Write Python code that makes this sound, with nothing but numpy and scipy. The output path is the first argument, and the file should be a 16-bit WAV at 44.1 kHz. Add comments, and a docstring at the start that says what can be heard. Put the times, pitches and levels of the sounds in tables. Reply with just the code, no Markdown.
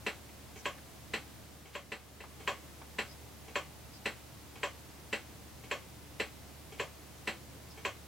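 """Tick, tock: a wooden pendulum clock ticks slightly unevenly on a table in a quiet workshop.
On every swing a toothed wheel drops onto two steel catches (pallets) in turn, and each one rings
the brass plates and the wooden case with its own tone. Early on, one run of ticking fades into
a second that is out of step with it. A motor hums far off under soft room noise,
with a few faint clicks and thin, high chirps."""
import sys
import numpy as np
from scipy import signal
from scipy.fft import rfft, irfft
from scipy.io import wavfile
from scipy.ndimage import uniform_filter1d

SR = 44100
rng = np.random.default_rng(int(sys.argv[2]) if len(sys.argv) > 2 else 0)


def bounce(signal):
    """Save signal as a 16-bit WAV file at the path given by the first command-line argument."""
    frames = np.transpose(np.atleast_2d(signal))
    limited = np.clip(frames, -1, 1)
    pcm = np.round(limited * 32767).astype(np.int16)
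    wavfile.write(sys.argv[1], SR, pcm)


N = 355887
TIME = np.arange(N) / SR
RING_SIZE = 16384  # samples in one ringing sound
RING_TIME = np.arange(RING_SIZE) / SR


def gain(db):
    """Turn decibels into a number to multiply by."""
    return 10 ** (np.asarray(db) / 20)

def fade(ring_s, rise_s):
    """A level that builds up over rise_s and dies away by 60 dB in ring_s."""
    return (1 - np.exp(-RING_TIME / rise_s)) * np.exp(-np.log(1000) * RING_TIME / ring_s)

def colour(sound, hz, db):
    """Make each frequency louder or softer, following a curve through (hz, db) points."""
    all_hz = np.maximum(np.fft.rfftfreq(sound.shape[-1], 1 / SR), 1)
    curve_db = np.interp(np.log(all_hz), np.log(hz), db)
    return irfft(rfft(sound) * gain(curve_db), sound.shape[-1])

def noise_band(size, hz, width_hz):
    """Noise gathered around one pitch."""
    noise = signal.lfilter(*signal.iirpeak(hz, hz / width_hz, fs=SR), rng.standard_normal(size))
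    return noise / noise.std()

def muffle(sound, hz):
    """Soften the treble above hz."""
    return signal.sosfilt(signal.butter(2, hz, fs=SR, output="sos"), sound)

def wander(rate_hz):
    """A smooth random curve that heads for a new value rate_hz times a second."""
    hold = int(SR / rate_hz)
    steps = np.repeat(rng.standard_normal(N // hold + 1), hold)
    curve = uniform_filter1d(uniform_filter1d(steps, hold), hold)[:N]
    return curve / curve.std()

def stereo(shared, side):
    """Left and right: the side part is added to one and taken from the other."""
    return np.array([shared + side, shared - side])

def add(out, start_s, sound):
    """Mix a sound in at start_s."""
    i = int(start_s * SR)
    out[:, i:i + sound.shape[-1]] += sound[..., :N - i]

def run_gain(run, time_s, start_s=1.38, length_s=1.04, curve=1.25):
    """The first run of ticking fades out as the second fades in; the level dips between them."""
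    share = np.clip((time_s - start_s) / length_s, 0, 1)
    return (1 - share if run == "first" else share) ** curve


# The tone of the room's noise: pitch_hz, shared_db_per_hz, side_db_per_hz
ROOM_NOISE = [(20, -109, -104), (55, -83.5, -96), (89, -84, -84), (108.6, -75, -79.5), (171, -82.5, -92.5),
              (212, -83, -82.5), (267, -85.5, -92.5), (285, -80.5, -90), (365, -87, -91.5),
              (736, -89.5, -93), (1410, -95, -99), (5000, -99, -102.5), (16000, -104, -105)]

def room_noise():
    """A soft, steady rush, strongest in the bass."""
    hz, shared_db, side_db = np.transpose(ROOM_NOISE)
    shared, side = rng.standard_normal((2, N)) * np.sqrt(SR / 2)
    return stereo(colour(shared, hz, shared_db), colour(side, hz, side_db))


# The tones in the motor's hum: pitch_hz, level_db
MOTOR_TONES = [(30, -82), (60, -94), (73.3, -58.5), (146.5, -70), (206.8, -73), (2048, -79.5)]

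def motor_hum(waver_db=0.5, drift_radians=0.1, lean_right_db=1.2):
    """A far-off motor hums; each tone wavers a little in level and pitch."""
    hum = np.zeros(N)
    for hz, level_db in MOTOR_TONES:
        level = np.sqrt(2) * gain(level_db + waver_db * wander(1.8))
        hum += level * np.sin(2 * np.pi * hz * TIME + drift_radians * wander(2.06))
    return hum * gain([[-lean_right_db], [lean_right_db]])


# Thin, falling chirps: start_s, length_s, from_hz, to_hz, level_db
HIGH_CHIRPS = [(0.545, 0.096, 6850, 5460, -60), (3.052, .12, 5150, 4900, -61),
               (3.90, .11, 5120, 4700, -61.5), (7.68, .08, 5270, 5000, -62)]

def chirps(width_hz=250):
    """High tones slide downward, blurred by distance."""
    out = np.zeros((2, N))
    for start_s, length_s, from_hz, to_hz, level_db in HIGH_CHIRPS:
        size = int(length_s * SR)
        glide = np.sin(2 * np.pi * np.cumsum(np.linspace(from_hz, to_hz, size)) / SR)
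        blur = np.array([noise_band(size, width_hz / 2, width_hz) for _ in range(2)])
        add(out, start_s, 2 * gain(level_db) * glide * blur * np.hanning(size))
    return out


# Faint clicks in the room: start_s, level_db, pitch_hz
ROOM_CLICKS = [(.29, -58, 2290), (0.778, -54, 1800), (2.238, -47.5, 1040), (2.815, -45.5, 925)]

def clicks(ring_s=0.066, width_hz=650, boost_db=4):
    """Small things touch softly, so each click is dull, with little treble."""
    out = np.zeros((2, N))
    for start_s, level_db, hz in ROOM_CLICKS:
        noise = stereo(noise_band(RING_SIZE, hz, width_hz), .3 * noise_band(RING_SIZE, hz, width_hz))
        add(out, start_s, gain(level_db + boost_db) * muffle(noise, 2 * hz) * fade(ring_s, 0.0013))
    return out


def landing_db(hz, knock_db, hollow_db, bright_db):
    """The way a tooth lands changes the low knock, the hollow middle and the bright top."""
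    points_hz = [200, 450, 1000, 1800, 3000, 4500]
    return np.interp(np.log(hz), np.log(points_hz), [0, knock_db, hollow_db, 0, 0, bright_db])

def ring(notes, column, tone, rise_s, scatter_db=1, scatter_radians=0.48):
    """One blow rings all of a part's notes; no two teeth land quite alike."""
    hz, ring_s, *strike_db = np.transpose(notes)
    level_jitter, phase_jitter = rng.standard_normal((2, len(hz)))
    phase = np.pi * np.arange(len(hz)) + scatter_radians * phase_jitter  # neighbours swing opposite ways
    waves = np.sin(2 * np.pi * hz[:, None] * RING_TIME + phase[:, None]) * fade(ring_s[:, None], rise_s)
    return gain(strike_db[column] + landing_db(hz, *tone) + scatter_db * level_jitter) @ waves


TICK, TOCK, SLIP = 0, 1, 2  # which level column to play
# The notes the wooden case rings at: pitch_hz, ring_s, tick_db, tock_db, slip_db
CASE_NOTES = [(218.6, 0.19, -7, -19, -23), (326.7, 0.13, -6, -17.5, -12), (398.4, 0.074, 3.5, -2, -2),
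              (446.6, 0.12, 1.5, -3, -2.5), (512.6, 0.21, -12.5, -14.5, -19), (571.4, .15, -2, -.5, -24),
              (586.5, 0.08, -1.5, -1, -18), (757, 0.19, -11, -9.5, -10), (811, .13, -9.5, -11, -9),
              (1000, 0.11, -6, 4.5, -14), (1078, 0.17, -12, -3.5, -15), (1114, 0.18, -15, -4, -19)]

def wooden_case(column, tone, rise_s):
    """The case answers a tooth with a low, hollow knock."""
    return ring(CASE_NOTES, column, tone, rise_s)


# The notes the brass plates ring at: pitch_hz, ring_s, tick_db, tock_db, slip_db
PLATE_NOTES = [(1498, 0.2, -11.5, -8.5, -24), (1626, 0.15, -5, -6, -22), (1743, 0.15, -9.5, -7, -24),
               (1767, 0.13, -2.5, -8, -22), (1900, 0.13, -6, -7.5, -21), (1965, 0.1, 3.5, -8, -20),
               (2068, 0.12, -3, -20, -19), (2193, 0.16, -6, -2, -13), (2262, 0.18, -13, -11, -8.5),
               (2440, 0.2, -9.5, -28, -21), (2506, 0.19, -6, -5.5, -14), (2687, 0.12, 4, -2, -12),
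               (2810, 0.19, -11, -14, -20), (2880, 0.1, -10, -7, -28), (3053, 0.16, -8.5, -7, -18),
               (3135, 0.16, -12.5, -6, -14), (3267, 0.15, -12, -7.5, -13), (3970, 0.12, -19, -10.5, -20),
               (4077, 0.2, -7.5, -17.5, -27), (4370, 0.18, -15.5, -11.5, -31),
               (5956, 0.23, -17.5, -26, -21), (7623, 0.18, -10, -14.5, -22), (7663, 0.2, -13, -12, -31)]

def brass_plates(column, tone, rise_s):
    """The plates that hold the gears answer with a high, metallic ring."""
    return ring(PLATE_NOTES, column, tone, rise_s)


def grain(ring_s):
    """Noise that stands for many crowded notes and echoes, evened out from low to high."""
    noise = rng.standard_normal((2, RING_SIZE))
    power = uniform_filter1d(abs(rfft(noise * fade(ring_s, 0.0013))) ** 2, size=30, axis=-1)
    noise = irfft(rfft(noise) / np.sqrt(power))
    return noise / noise.std()


# The clock's many weaker notes, as one curve: pitch_hz, tick_db, tock_db
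WEAK_NOTES = [(130, -14, -33), (210, -3.5, -8), (463, 5, 1), (700, -4, -1), (1280, -4, -1), (1800, 3, -1),
              (3220, -1.5, -1.5), (3530, -9, -9.5), (3930, -4.5, -11), (4700, -11, -15.5),
              (7100, -19, -13.5), (8020, -9.5, -17), (8350, -19.5, -29), (14100, -30, -30)]

def wash(noise, column, tone, ring_s, rise_s, side_db=-8, room_db=-23, room_ring_s=0.5):
    """Weak notes and nearby echoes blur together, then the room rings on."""
    hz, *strike_db = np.transpose(WEAK_NOTES)
    shared, side = colour(noise, hz, strike_db[column] + landing_db(hz, *tone))
    envelope = fade(ring_s, rise_s) + gain(room_db) * fade(room_ring_s, 0.018)
    return stereo(shared, gain(side_db) * side) * envelope


# How long before the tock a tooth slips, for each run: lead_s
SLIP_LEADS = {"first": 0.098, "second": 0.077}

def tooth_slip(out, run, tock_s, knock_db, notes_db=-46, wash_db=-48, bright_db=7, ring_s=0.32):
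    """Before each tock, a tooth slides along the pallet and softly stirs the case and plates."""
    start_s = tock_s - SLIP_LEADS[run]
    tone = (knock_db, 0, 0)
    notes = wooden_case(SLIP, tone, rise_s=0.0038) + brass_plates(SLIP, tone, rise_s=0.0038)
    blur = wash(grain(ring_s), TOCK, (knock_db, 0, bright_db), ring_s, rise_s=0.0026)
    add(out, start_s, run_gain(run, start_s) * (gain(notes_db) * notes + gain(wash_db) * blur))

def tooth_scrape(drag_s, level_db=-53, louder_db_per_s=190, shortest_s=.009, stretch=0.4):
    """A tooth rubs off the pallet's edge; the more it drags, the louder and longer the rub."""
    drag_s = max(drag_s, 0)
    size = int((shortest_s + stretch * drag_s) * SR)
    rub = noise_band(size, hz=2400, width_hz=1500)
    return gain(level_db + louder_db_per_s * drag_s) * rub * np.linspace(0, 1, size)

def tooth_crack(pitch_hz=2350):
    """Steel meets brass: a sharp snap, only a few waves long."""
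    snap = np.sin(2 * np.pi * pitch_hz * RING_TIME) * fade(ring_s=0.0027, rise_s=0.00089)
    snap = muffle(snap, 5000)  # heard through the shut case
    return snap / abs(snap).max()


# How each pallet sounds: case_db, case_rise_s, plates_db, wash_ring_s, crack_db, bounce_s, bounce_db
PALLET_SOUNDS = {"tick": (-35, .004, -37.5, 0.1678, -27, .0045, -24),
                 "tock": (-32.8, .008, -37, 0.1715, -23, 0.0093, -36)}
# How a tooth lands on each pallet: level_db, knock_db, hollow_db, bright_db
PALLET_LANDINGS = {"tick": (0.45, -2.6, 1.8, -1.3), "tock": (1.1, 1.2, -1.8, -0.4)}
# One tooth passes per swing and colours both beats: run, tick_s, tock_s, knock_db, hollow_db
PENDULUM_SWINGS = [("first", 0.0638, 0.6549, -1, 1), ("first", 1.1356, 1.7510, -1, -1),
                   ("first", 2.203, 2.8, 2, 0), ("second", 1.9180, 2.4748, -0.5, 2.5),
                   ("second", 2.9850, 3.5550, -1, 1.3), ("second", 4.056, 4.6308, 0, 0.3),
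                   ("second", 5.1273, 5.7114, 0.3, -1.5), ("second", 6.1980, 6.7964, 3.2, -2.5),
                   ("second", 7.2730, 7.8496, 0.7, -1)]

def clock(wash_db=-24, fresh_grain=0.47, usual_gap_s=0.575, softer_db_per_s=70, lean_left_db=.22):
    """Each tooth lands with a crack and a bounce; the plates ring at once, the case just after."""
    beats, slips = np.zeros((2, 2, N))
    for column, pallet in [(TICK, "tick"), (TOCK, "tock")]:
        case_db, case_rise_s, plates_db, ring_s, crack_db, bounce_s, bounce_db = PALLET_SOUNDS[pallet]
        level_db, knock_db, hollow_db, bright_db = PALLET_LANDINGS[pallet]
        pattern = grain(ring_s)  # a pallet stirs the clock in much the same way on every beat
        for run, tick_s, tock_s, tooth_knock_db, tooth_hollow_db in PENDULUM_SWINGS:
            start_s = tock_s if column == TOCK else tick_s
            # a tooth that drags lands later and softer
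            drag_s = tock_s - tick_s - usual_gap_s if column == TOCK else 0
            strength = gain(level_db - softer_db_per_s * drag_s) * run_gain(run, start_s)
            tone = (knock_db + tooth_knock_db, hollow_db + tooth_hollow_db, bright_db)
            case = gain(case_db) * wooden_case(column, tone, case_rise_s)
            plates = gain(plates_db) * brass_plates(column, tone, rise_s=0.0014)
            noise = pattern + fresh_grain * grain(ring_s)
            blur = gain(wash_db) * wash(noise, column, tone, ring_s, rise_s=0.0019)
            add(beats, start_s, strength * (case + plates + blur))
            add(beats, start_s + 0.001053, strength * gain(crack_db) * tooth_crack())
            add(beats, start_s + bounce_s, strength * gain(bounce_db) * tooth_crack())
            rub = tooth_scrape(drag_s)
            add(beats, start_s - len(rub) / SR, strength * rub)  # ends as the tooth lands
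    for run, _, tock_s, tooth_knock_db, _ in PENDULUM_SWINGS:
        tooth_slip(slips, run, tock_s, knock_db=tooth_knock_db - 1)
    return beats * gain([[lean_left_db], [-lean_left_db]]) + slips


def scene(background_db=-0.35):
    """The clock in its workshop; room noise and hum dip where the two runs of ticking cross."""
    dip = np.hypot(run_gain("first", TIME), run_gain("second", TIME)) ** 0.75
    return clock() + clicks() + chirps() + (room_noise() + motor_hum()) * gain(background_db) * dip

def record(dry, top_hz=15900):
    """Cut away the very highest treble."""
    return signal.sosfilt(signal.ellip(10, .1, 70, top_hz, fs=SR, output="sos"), dry)


dry = scene()
out = record(dry)
bounce(out)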